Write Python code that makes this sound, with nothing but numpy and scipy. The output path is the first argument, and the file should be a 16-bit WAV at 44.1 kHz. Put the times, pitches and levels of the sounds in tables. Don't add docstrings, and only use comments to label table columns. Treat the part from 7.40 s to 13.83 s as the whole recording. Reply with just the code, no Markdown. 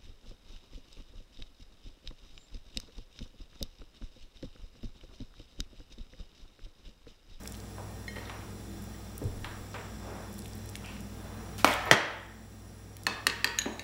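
import sys
import numpy as np
from scipy import signal
from scipy.fft import rfft, irfft, next_fast_len
from scipy.io import wavfile
from scipy.ndimage import uniform_filter1d

SR = 44100
rng = np.random.default_rng(int(sys.argv[2]) if len(sys.argv) > 2 else 0)


def ratio(d):
    e = np.asarray(d, float) / 20
    return 10 ** e


def store_pcm(level_fs):
    pcm = np.round(np.clip(level_fs, -1, 1) * 32767).astype(np.int16)
    wavfile.write(sys.argv[1], SR, np.atleast_2d(pcm).T)


N = 283563

# (time [s], body peak [dB], crack [dB re body], room [dB], far-wall echo [dB])
BLOWS = [
    (4.2450, 2, -6.5, -15, -13),
    (4.512, 7, -9.5, -6.5, -28.5),
    (5.667, -3, -8, -16, -15),
    (5.8679, 3, -7.5, -15.5, -12),
    (6.044, 1, -10, -13.5, -9.5),
    (6.1871, -1, -17, -10, -8),
    (6.3945, -18, -12, -10, -25),
    (2.0445, -23, -11, -5, -20),
]
# (frequency [Hz], width [Hz], level [dB])
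TONGS_TIP = [(230, 58, -13), (288, 76, 2), (520, 50, -5.5), (675, 150, 3.5), (1008, 350, 1.5),
             (1375, 170, 2), (1824, 260, -5), (2420, 300, -2), (3166, 445, -11.5), (4500, 500, -12.5),
             (5500, 500, -17.5), (6760, 500, -22.5), (10800, 600, -30), (12600, 500, -28.5)]
TONGS_FALL = [(309, 39, -6.5), (594, 125, -1.5), (910, 250, -6), (1494, 750, -4), (1950, 237, 3),
              (2480, 260, -10.5), (3240, 160, -2), (4280, 500, -16.5), (5800, 320, -10),
              (11900, 700, -37.5), (14700, 500, -38)]
KNOCK_1 = [(1800, 130, 1), (2760, 280, -7.5), (3680, 98, -14.5), (4320, 125, -0.5), (7120, 150, -19),
           (12800, 130, -25), (13700, 260, -31), (14600, 160, -33)]
KNOCK_2 = [(1153, 250, 3), (1846, 180, 10.5), (2820, 150, 7.5), (3840, 48, -3), (4310, 120, 7.5),
           (6100, 110, -10), (6860, 290, -4.5), (7900, 98, -9), (8770, 91, -24), (10500, 110, -24),
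           (14800, 130, -24)]
KNOCK_3 = [(1818, 97, 3), (2590, 250, -4.5), (3235, 100, -8.5), (4050, 90, -6), (4650, 160, -3),
           (5670, 85, -23), (7080, 170, -15), (8080, 140, -14.5), (11500, 280, -25), (12700, 260, -25),
           (14000, 130, -16)]
KNOCK_4 = [(1723, 150, -5.5), (2350, 250, -12.5), (2904, 240, -7.5), (3960, 145, -0.5), (5150, 100, -28),
           (5900, 150, -10), (6680, 57, 5.5), (9000, 200, -17), (9900, 200, -30), (11100, 160, -15),
           (13500, 400, -19), (14700, 200, -20.5)]
LAST_TAP = [(2130, 330, 2), (2620, 200, 2), (3860, 270, 0), (4500, 210, -2), (6050, 250, -9),
            (6620, 230, -5), (7570, 220, -15), (8800, 280, -14), (10800, 600, -20), (12600, 300, -20)]
FAR_CLACK = [(1650, 200, 0), (2050, 250, -3), (2600, 300, -5), (3200, 400, -4), (3700, 400, -3),
             (4250, 400, -6)]
TONGS_CRACK_HZ, CUTLERY_CRACK_HZ, CRACK_ROOM_DB = 2600, 4600, 6.5
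ECHO_S = .0295

# (frequency [Hz], level [dB], t60 [s])
KNOCK_1_RING = [(1061, -6, .15), (1507, -8, .16), (1690, -5, .2), (1820, -7, .35), (2589, 0, .3),
                (3585, -5, .4), (4253, -10, .2), (4640, -10, .35), (5303, -11, .16), (6019, -17, .3),
                (7101, -20, .15), (7827, -23, .2), (8172, -26, .25), (8850, -25, .2)]
KNOCK_2_RING = [(937, -14, .3), (1114, -5, .12), (1529, -10, .25), (1690, -9, .35), (1814, -3, .22),
                (2590, -6, .3), (2708, -10, .25), (3338, -13, .17), (3849, -9, .16), (4242, -14, .25),
                (4716, -14, .3), (6002, -22, .35), (7246, -20, .14), (7983, -25, .25)]
KNOCK_3_RING = [(937, -4, .1), (1497, -13, .4), (1800, -6, .3), (1900, -2, .27), (2503, -10, .4),
                (3338, -8, .17), (4247, -13, .28), (4678, -6, .26), (4743, -9, .3), (2805, -14, .15),
                (5114, -16, .22), (5609, -21, .3), (7041, -16, .05), (8495, -26, .2)]
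SPOON_RING = [(1770, -5, .2), (1534, -18, .4), (3000, -15, .2), (3990, -15, .3), (5329, -24, .1),
              (5992, -18, .13), (6659, 0, .11), (6648, -21, 1.1), (8732, -30, .3), (11380, -13, .26)]
LAST_TAP_RING = [(1800, -4.5, 0.17), (2800, -4, 0.054), (3850, -3.5, 0.083), (4530, -7, 0.1),
                 (6630, -3, .05), (8700, -16, .04)]
TONGS_FALL_RING = [(522, -2, .4), (615, -5, .35), (714, -4.5, .4), (800, -6, .4), (883, -3, .45),
                   (1357, -2.5, .13), (1830, -4, 0.55), (2008, -4.5, .6), (1905, -7, .5), (2579, -7, 0.45),
                   (2750, -10, .4), (3268, -9, .3), (4253, -15, .35)]
TONGS_TIP_RING = [(614, 0, 0.23), (727, -8, 0.74), (1287, -20, 5.0), (1717, -17, 5.0), (1809, -16, 3.9),
                  (2137, -12, 1.0), (2229, -11, 0.52), (2541, -17, 1.1), (3343, -14, 0.42),
                  (3521, -22, 0.84), (4317, -14, 0.23), (4990, -33, 1.4), (5281, -21, 0.4),
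                  (5949, -35, 5.0)]
# (time [s], peak [dB])
RING_HITS = [
    (5.668, -21.5),
    (5.868, -20),
    (6.043, -22),
    (6.188, -25),
    (6.394, -31),
    (4.513, -17.5),
    (4.246, -20),
]
BEAT_DEPTH, BEAT_HZ = .35, 30

# (frequency [Hz], level [dB], t60 [s])
PLATE = [(1410, -20, .05), (1879, 0, .075), (2148, 0, .06), (3106, -18, .5), (3450, -12, .025),
         (4160, -10, .09), (5286, -18, .12), (6546, -18, .1), (9400, -20, .04), (12000, -22, .05)]
RIM = [(1879, 0, .035), (2148, -5, .03), (3106, -16, .2), (4160, -14, .08), (9000, -16, .04),
       (11800, -20, .1)]
BOWL = [(1150, 0, .05), (1850, -4, .05), (3000, -10, .04)]
SPRING = [(5700, -10, .05), (6900, -6, .05), (11060, -9, .045), (14010, 0, .06), (14360, -6, .06)]
HINGE = [(7050, -0.5, .08), (11400, 0, .08), (5300, -7, .06)]
# (time [s], peak [dB])
PLATE_HIT = (.680, -27.5)
BOWL_HIT = (.898, -37)
# (time [s], peak [dB])
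RIM_HITS = [
    (.758, -36),
    (.766, -36),
    (.783, -34),
    (.872, -40),
    (1.544, -45),
]
SPRING_HITS = [
    (4.432, -54),
    (4.455, -38.5),
    (4.475, -46),
]
HINGE_HITS = [
    (4.31, -48.5),
    (4.337, -42),
]

# (time [s], level [dB], centre [Hz], room [dB], length [cycles])
THUMPS = [(1.817, -36.5, 330, -5, 3), (1.833, -38.5, 99, -6, 10.5), (1.851, -43, 24, -15, 5),
          (4.089, -40.5, 110, -16.5, 2.8), (4.514, -27.5, 130, -2.5, 2.6), (5.669, -25.5, 1030, -11, 6.2),
          (5.683, -33, 1060, -10, 14), (5.668, -36.5, 270, -2.5, 2.3), (5.872, -32.5, 340, -7, 3),
          (6.047, -29, 1130, -8.5, 9.6), (6.048, -39.5, 350, -1, 3), (6.262, -28.5, 275, -11, 5.5),
          (6.258, -26, 760, -4, 1.8), (2.047, -35.5, 1150, -0.5, 2.2), (.768, -42, 480, -6, 4),
          (4.277, -27, 2100, -8, 9), (4.318, -30, 2000, -8, 12), (4.33, -33, 3200, -8, 20),
          (6.268, -40, 2500, -8, 9)]
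THUMP_OCTAVES = 2.04
# (time [s], level [dB], centre [Hz], room [dB], width [octaves])
SNAPS = [
    (4.182, -35, 5500, 6, 3),
    (4.2455, -14.5, 1005, -1, 3.3),
    (4.246, -21, 12100, 0, 1.1),
    (4.5125, -21, 2400, 11, 3.2),
    (4.529, -20, 2000, 4, 3.9),
    (5.6675, -24, 1800, 4, 3.5),
    (6.2585, -26, 1100, -4, 1.5),
]
# (time [s], level [dB], centre [Hz], room [dB], width [octaves])
FAR_KNOCKS = [
    (.383, -42.5, 730, -4, 1.2),
    (.763, -46, 1100, -3, 2.6),
    (.897, -42, 1260, -5, 2),
    (2.343, -42, 950, 2.5, 2.85),
]
# (time [s], level [dB], centre [Hz], room [dB])
CHIRPS = [
    (.855, -54, 3750, -5),
    (3.445, -51, 2700, 2),
    (3.475, -53, 2750, -3),
    (3.5, -54, 2550, -6),
]
SNAP_S, FAR_S, CHIRP_S, CHIRP_OCTAVES = .0007, .011, .018, .33

# (time [s], peak [dB], centre [Hz])
FOOD_TICKS = [(.035, -35.5, 7450), (.057, -34, 2160), (.061, -40, 9500), (0.0753, -26, 5660),
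              (0.077, -32.5, 11000), (.1222, -31, 7400), (.144, -39, 3000), (.151, -37, 5000),
              (.202, -38, 5960), (1.423, -37, 9000), (1.44, -39, 11500), (1.78, -27, 10500),
              (1.84, -37, 9000), (2.333, -42, 4000), (2.929, -37, 11100), (2.941, -37, 10000),
              (2.991, -30, 7600), (3.021, -37.5, 5800), (3.058, -32.5, 2620), (3.0605, -37.5, 9000),
              (3.080, -37.5, 11000), (3.134, -36.5, 5500), (3.2596, -35, 13000), (3.291, -34, 6400),
              (3.3547, -26.5, 2500), (3.3558, -29, 7160), (3.365, -33, 9000), (3.46, -33, 6500),
              (3.567, -39, 2600), (3.606, -38, 9500)]
# (time [s], peak
# [dB], centre [Hz])
STEEL_TICKS = [(4.256, -26, 6500), (4.278, -30, 7000), (4.312, -31, 7500), (4.326, -32, 8000),
               (4.338, -24, 8500), (4.53, -30, 11000), (4.542, -33, 12000), (5.568, -28.5, 12500),
               (5.568, -30.5, 3960), (5.635, -28, 7440), (5.653, -40, 9000)]
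FOOD_OCTAVES, STEEL_OCTAVES = 1.2, 1.8
# (start [s], length [s], peak [dB])
SQUEEZES = [
    (.02, 0.21, -43),
    (2.95, 0.24, -40.5),
    (3.263, .05, -38.5),
]
CRACKLE_PER_S, CRACKLE_HZ, CRACKLE_SPREAD = 36, 10500, .4

# (start [s], length [s], top level [dB], first centre [Hz], last centre [Hz])
SLIDES = [
    (.74, .4, -54.5, 1600, 800),
    (2.599, 0.32, -47.5, 520, 700),
    (3.4, .2, -54, 700, 2600),
    (3.751, 0.49, -54, 680, 860),
    (4.18, .055, -48, 4500, 4000),
    (4.18, .04, -49, 1600, 1500),
    (4.244, 0.13, -44, 9000, 2800),
    (4.359, 0.1, -47, 2600, 1600),
    (4.456, 0.066, -38, 1000, 700),
]
SLIDE_RISE, SLIDE_FALL, SLIDE_EDGE_DB = .2, .35, -9

# (frequency [Hz], level [dB per Hz])
AIR = [(12, -40), (20, -10.5), (84, -5), (224, -6.5), (599, -16), (794, -15.5), (863, -19.5), (4050, -30.5),
       (4410, -30), (5670, -30), (8410, -34), (15200, -39.5), (16500, -49.5)]
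AIR_DB = -47
# (frequency [Hz], width [Hz], level [dB over the air])
WHISTLES = [(27, 8, -4.5), (198.6, 8.1, 11), (217.9, 9.9, 8), (332.2, 10, 6.5), (453, 29, 5), (1245, 43, 3),
            (1610, 39, 5), (1834, 20, 8.5), (3510, 230, 5.5), (4050, 89, 7.5), (5210, 380, 4.5),
            (5720, 200, 10.5), (7160, 190, 5.5), (7650, 740, 6), (9950, 1100, 7), (12000, 260, 5),
            (14300, 970, 7.5), (15600, 420, 15)]
# (frequency [Hz], rms [dB], wobble [dB])
HUM = [
    (58.4, -48, -1),
    (100.5, -48, 1.5),
]

# (frequency [Hz], t60 [s])
ROOM_T60 = [(100, 0.31), (300, 0.51), (800, 0.72), (2000, .68), (4000, 0.6), (7000, 0.36), (12000, .3)]
# (frequency [Hz], level [dB])
ROOM_COLOUR = [(60, 0.5), (300, 2), (1000, .6), (2800, -4.5), (6000, -7.5), (14000, -8.5)]
CLOSE_ROOM_DB, ASIDE_ROOM_DB = -12, -4

GAIN_DB, DIP_DB, CUT_DB = -1.12, -5, -6
GAIN_ATTACK_S, DIP_S, CREEP_DB_PER_S = .045, .16, 1.1
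TOP_HZ, TOP_DB, CEILING = 15780, -22, .8


def along(points, x, log=False):
    a, b = np.transpose(points)
    if log:
        return np.interp(np.log(x + 1), np.log(a + 1), b)
    return np.interp(x, a, b)


def add(out, s, piece):
    i = int(s * SR)
    out[i:i + len(piece)] += piece[:N - i]


def shaped(x, gain):
    size = next_fast_len(len(x), True)
    hz = np.arange(size // 2 + 1) * SR / size
    return irfft(rfft(x, size) * gain(hz), size)[:len(x)]


def bell(hz, octaves):
    return lambda f: np.exp(-2 * (np.log2((f + 1) / hz) / octaves) ** 2)


def peak(x, db):
    return x * ratio(db) / np.abs(x).max()


def like(x, other):
    return x * np.sqrt(np.sum(other ** 2) / np.sum(x ** 2))


def walk(rate):
    k = int(SR / rate)
    w = np.repeat(rng.standard_normal(N // k + 1), k)
    w = uniform_filter1d(uniform_filter1d(w, k), k)[:N]
    return w / w.std()


def ring(modes, scatter_db, size=18000, beat=0):
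    hz, db, t60 = np.transpose(modes)[:, :, None]
    t = np.arange(size) / SR
    level_chance, twin_chance = rng.standard_normal((2, len(modes), 1))
    waves = np.sin(2 * np.pi * hz * t)
    waves = waves + beat * np.sin(2 * np.pi * (hz + BEAT_HZ * twin_chance) * t)
    sense = (-1) ** np.arange(len(modes))[:, None]
    decay = ratio(db + scatter_db * level_chance - 60 * t / t60)
    return np.sum(sense * decay * waves, axis=0)


def blows():
    near, feed, spread = np.zeros((3, N))
    t = np.arange(2000) / SR
    bodies = TONGS_TIP, TONGS_FALL, KNOCK_1, KNOCK_2, KNOCK_3, KNOCK_4, LAST_TAP, FAR_CLACK
    for (s, db, crack_db, room_db, echo_db), body in zip(BLOWS, bodies):
        is_tongs = body in (TONGS_TIP, TONGS_FALL, FAR_CLACK)
        crack_hz = TONGS_CRACK_HZ if is_tongs else CUTLERY_CRACK_HZ
        modes = [(hz, top_db + 20 * np.log10(width), np.log(1000) / np.pi / width)
                 for hz, width, top_db in body]
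        body_ring = peak(ring(modes, 0, size=2000), db)
        crack = shaped(rng.standard_normal(len(t)), bell(crack_hz, 2.48)) * np.exp(-t / .0024)
        crack = peak(crack, db + crack_db)
        blow = (body_ring + crack) * (1 - np.exp(-t / .0004))
        add(near, s, blow)
        echo = shaped(blow * (1 - np.exp(-t / .0012)), bell(3500, 1.4))
        add(near, s + ECHO_S, echo * ratio(echo_db + 4))
        add(feed, s, body_ring * ratio(room_db))
        impulse = 1. * (np.arange(256) == 32)
        even = shaped(impulse, bell(.7 * crack_hz, 2.1))
        add(spread, s, like(even, crack) * ratio(room_db + CRACK_ROOM_DB))
    return near, feed, spread


def rings():
    aside, close = np.zeros((2, N))
    steel = (KNOCK_1_RING, KNOCK_2_RING, KNOCK_3_RING, SPOON_RING, LAST_TAP_RING,
             TONGS_FALL_RING, TONGS_TIP_RING)
    for modes, (s, db) in zip(steel, RING_HITS):
        add(aside, s, peak(ring(modes, 0, beat=BEAT_DEPTH), db))
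    near_things = ((PLATE, [PLATE_HIT]), (RIM, RIM_HITS), (BOWL, [BOWL_HIT]),
                   (SPRING, SPRING_HITS), (HINGE, HINGE_HITS))
    for modes, hits in near_things:
        for s, db in hits:
            add(close, s, peak(ring(modes, .73), db))
    return aside, close


def knocks():
    near, feed = np.zeros((2, N))
    t = np.arange(16384) / SR
    rows = [(s, db, hz, room_db, THUMP_OCTAVES / np.sqrt(cycles), cycles / hz)
            for s, db, hz, room_db, cycles in THUMPS]
    rows += [(*r, SNAP_S) for r in SNAPS]
    rows += [(*r, FAR_S) for r in FAR_KNOCKS]
    rows += [(*r, CHIRP_OCTAVES, CHIRP_S) for r in CHIRPS]
    for s, db, hz, room_db, octaves, length in rows:
        push = rng.standard_normal(len(t)) * np.exp(-t / length)
        push[0] = np.sqrt(.5 * length * SR + 40)
        edges = np.clip(hz * 2 ** (np.array([-.5, .5]) * octaves), 10, .45 * SR)
        band = signal.butter(2, edges, "bandpass", fs=SR, output="sos")
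        burst, jolt = signal.sosfilt(band, [push, t == 0])
        burst = burst * ratio(db) / np.sqrt(np.sum(burst ** 2) / (length * SR))
        add(near, s, burst)
        add(feed, s, like(jolt, burst) * ratio(room_db))
    return near, feed


def ticks():
    out = np.zeros(N)
    t = np.arange(512) / SR
    rows = [(*r, FOOD_OCTAVES) for r in FOOD_TICKS] + [(*r, STEEL_OCTAVES) for r in STEEL_TICKS]
    for start, length, db in SQUEEZES:
        for u, a, b in rng.random((int(length * CRACKLE_PER_S) + 1, 3)):
            hz = CRACKLE_HZ * 2 ** (CRACKLE_SPREAD * (2 * b - 1))
            rows.append((start + u * length, db + 8 * (a - .5), hz, FOOD_OCTAVES))
    for s, db, hz, octaves in rows:
        click = shaped(rng.standard_normal(len(t)), bell(hz, octaves)) * t * np.exp(-t / .00059)
        add(out, s - .0004, peak(click, db))
    return out


def slides():
    out = np.zeros(N)
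    for s, length, db, first_hz, last_hz in SLIDES:
        u = np.arange(0, 1, 1 / (length * SR))
        centre = first_hz * (last_hz / first_hz) ** u
        rub = 0
        for band_hz in 250 * 2 ** np.arange(0, 6.1, .5):
            band = shaped(rng.standard_normal(SR // 2), bell(band_hz, 1.0))[:len(u)]
            rub = rub + band / band.std() * bell(centre, 2.2)(band_hz)
        edge = np.maximum(1 - np.minimum(u / SLIDE_RISE, (1 - u) / SLIDE_FALL), 0)
        level_db = db + SLIDE_EDGE_DB * edge + walk(40)[:len(u)]
        add(out, s, rub / 1.45 * ratio(level_db))
    return out


def room():
    t = np.arange(SR) / SR
    out = 0
    for hz in 50 * 2 ** np.arange(0, 8.6, .5):
        band = shaped(rng.standard_normal(SR), bell(hz, .91))
        out = out + band * ratio(along(ROOM_COLOUR, hz, True) - 60 * t / along(ROOM_T60, hz, True))
    out = out * (1 - np.exp(-(t / .0013) ** 2))
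    return out / np.sqrt(np.sum(out ** 2))


def appliances():
    base = lambda f: ratio(along(AIR, f, True))
    air = shaped(rng.standard_normal(N), base)
    scale = ratio(AIR_DB) / air.std()
    for hz, width, db in WHISTLES:
        line = lambda f: base(f) * ratio(db) / (1 + (2 * (f - hz) / width) ** 4)
        air = air + shaped(rng.standard_normal(N), line) * ratio(1.3 * walk(4.8))
    hum = 0
    for hz, db, wobble_db in HUM:
        level = np.sqrt(2) * ratio(db + wobble_db * walk(7.3))
        hum = hum + level * np.sin(2 * np.pi * np.cumsum(hz + .5 * walk(3.3)) / SR)
    return scale * air + hum


def scene():
    near, feed, spread = blows()
    aside, close = rings()
    dull, dull_feed = knocks()
    close = close + ticks()
    feed = feed + ratio(ASIDE_ROOM_DB) * aside + ratio(CLOSE_ROOM_DB) * close
    tail = sum(signal.oaconvolve(x, room())[:N] for x in (feed, spread, dull_feed))
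    return (near + aside + dull + close + slides() + tail + appliances())[None]


def band_limit(x):
    return signal.sosfilt(signal.butter(12, 16980, fs=SR, output="sos"), x)


def record(dry):
    loudest = max(BLOWS, key=lambda row: row[1])
    since = np.maximum(np.arange(N) / SR - loudest[0], 0)
    duck_db = DIP_DB * np.exp(-since / DIP_S) + CUT_DB + CREEP_DB_PER_S * since
    gain_db = GAIN_DB + np.minimum(since / GAIN_ATTACK_S, 1) * duck_db
    mix = CEILING * np.tanh(dry[0] * ratio(gain_db) / CEILING)
    mix = shaped(mix, lambda f: np.where(f < TOP_HZ, 1, ratio(TOP_DB) * (f < 16900)))
    return band_limit(mix[None])


dry = scene()
out = record(dry)
store_pcm(out)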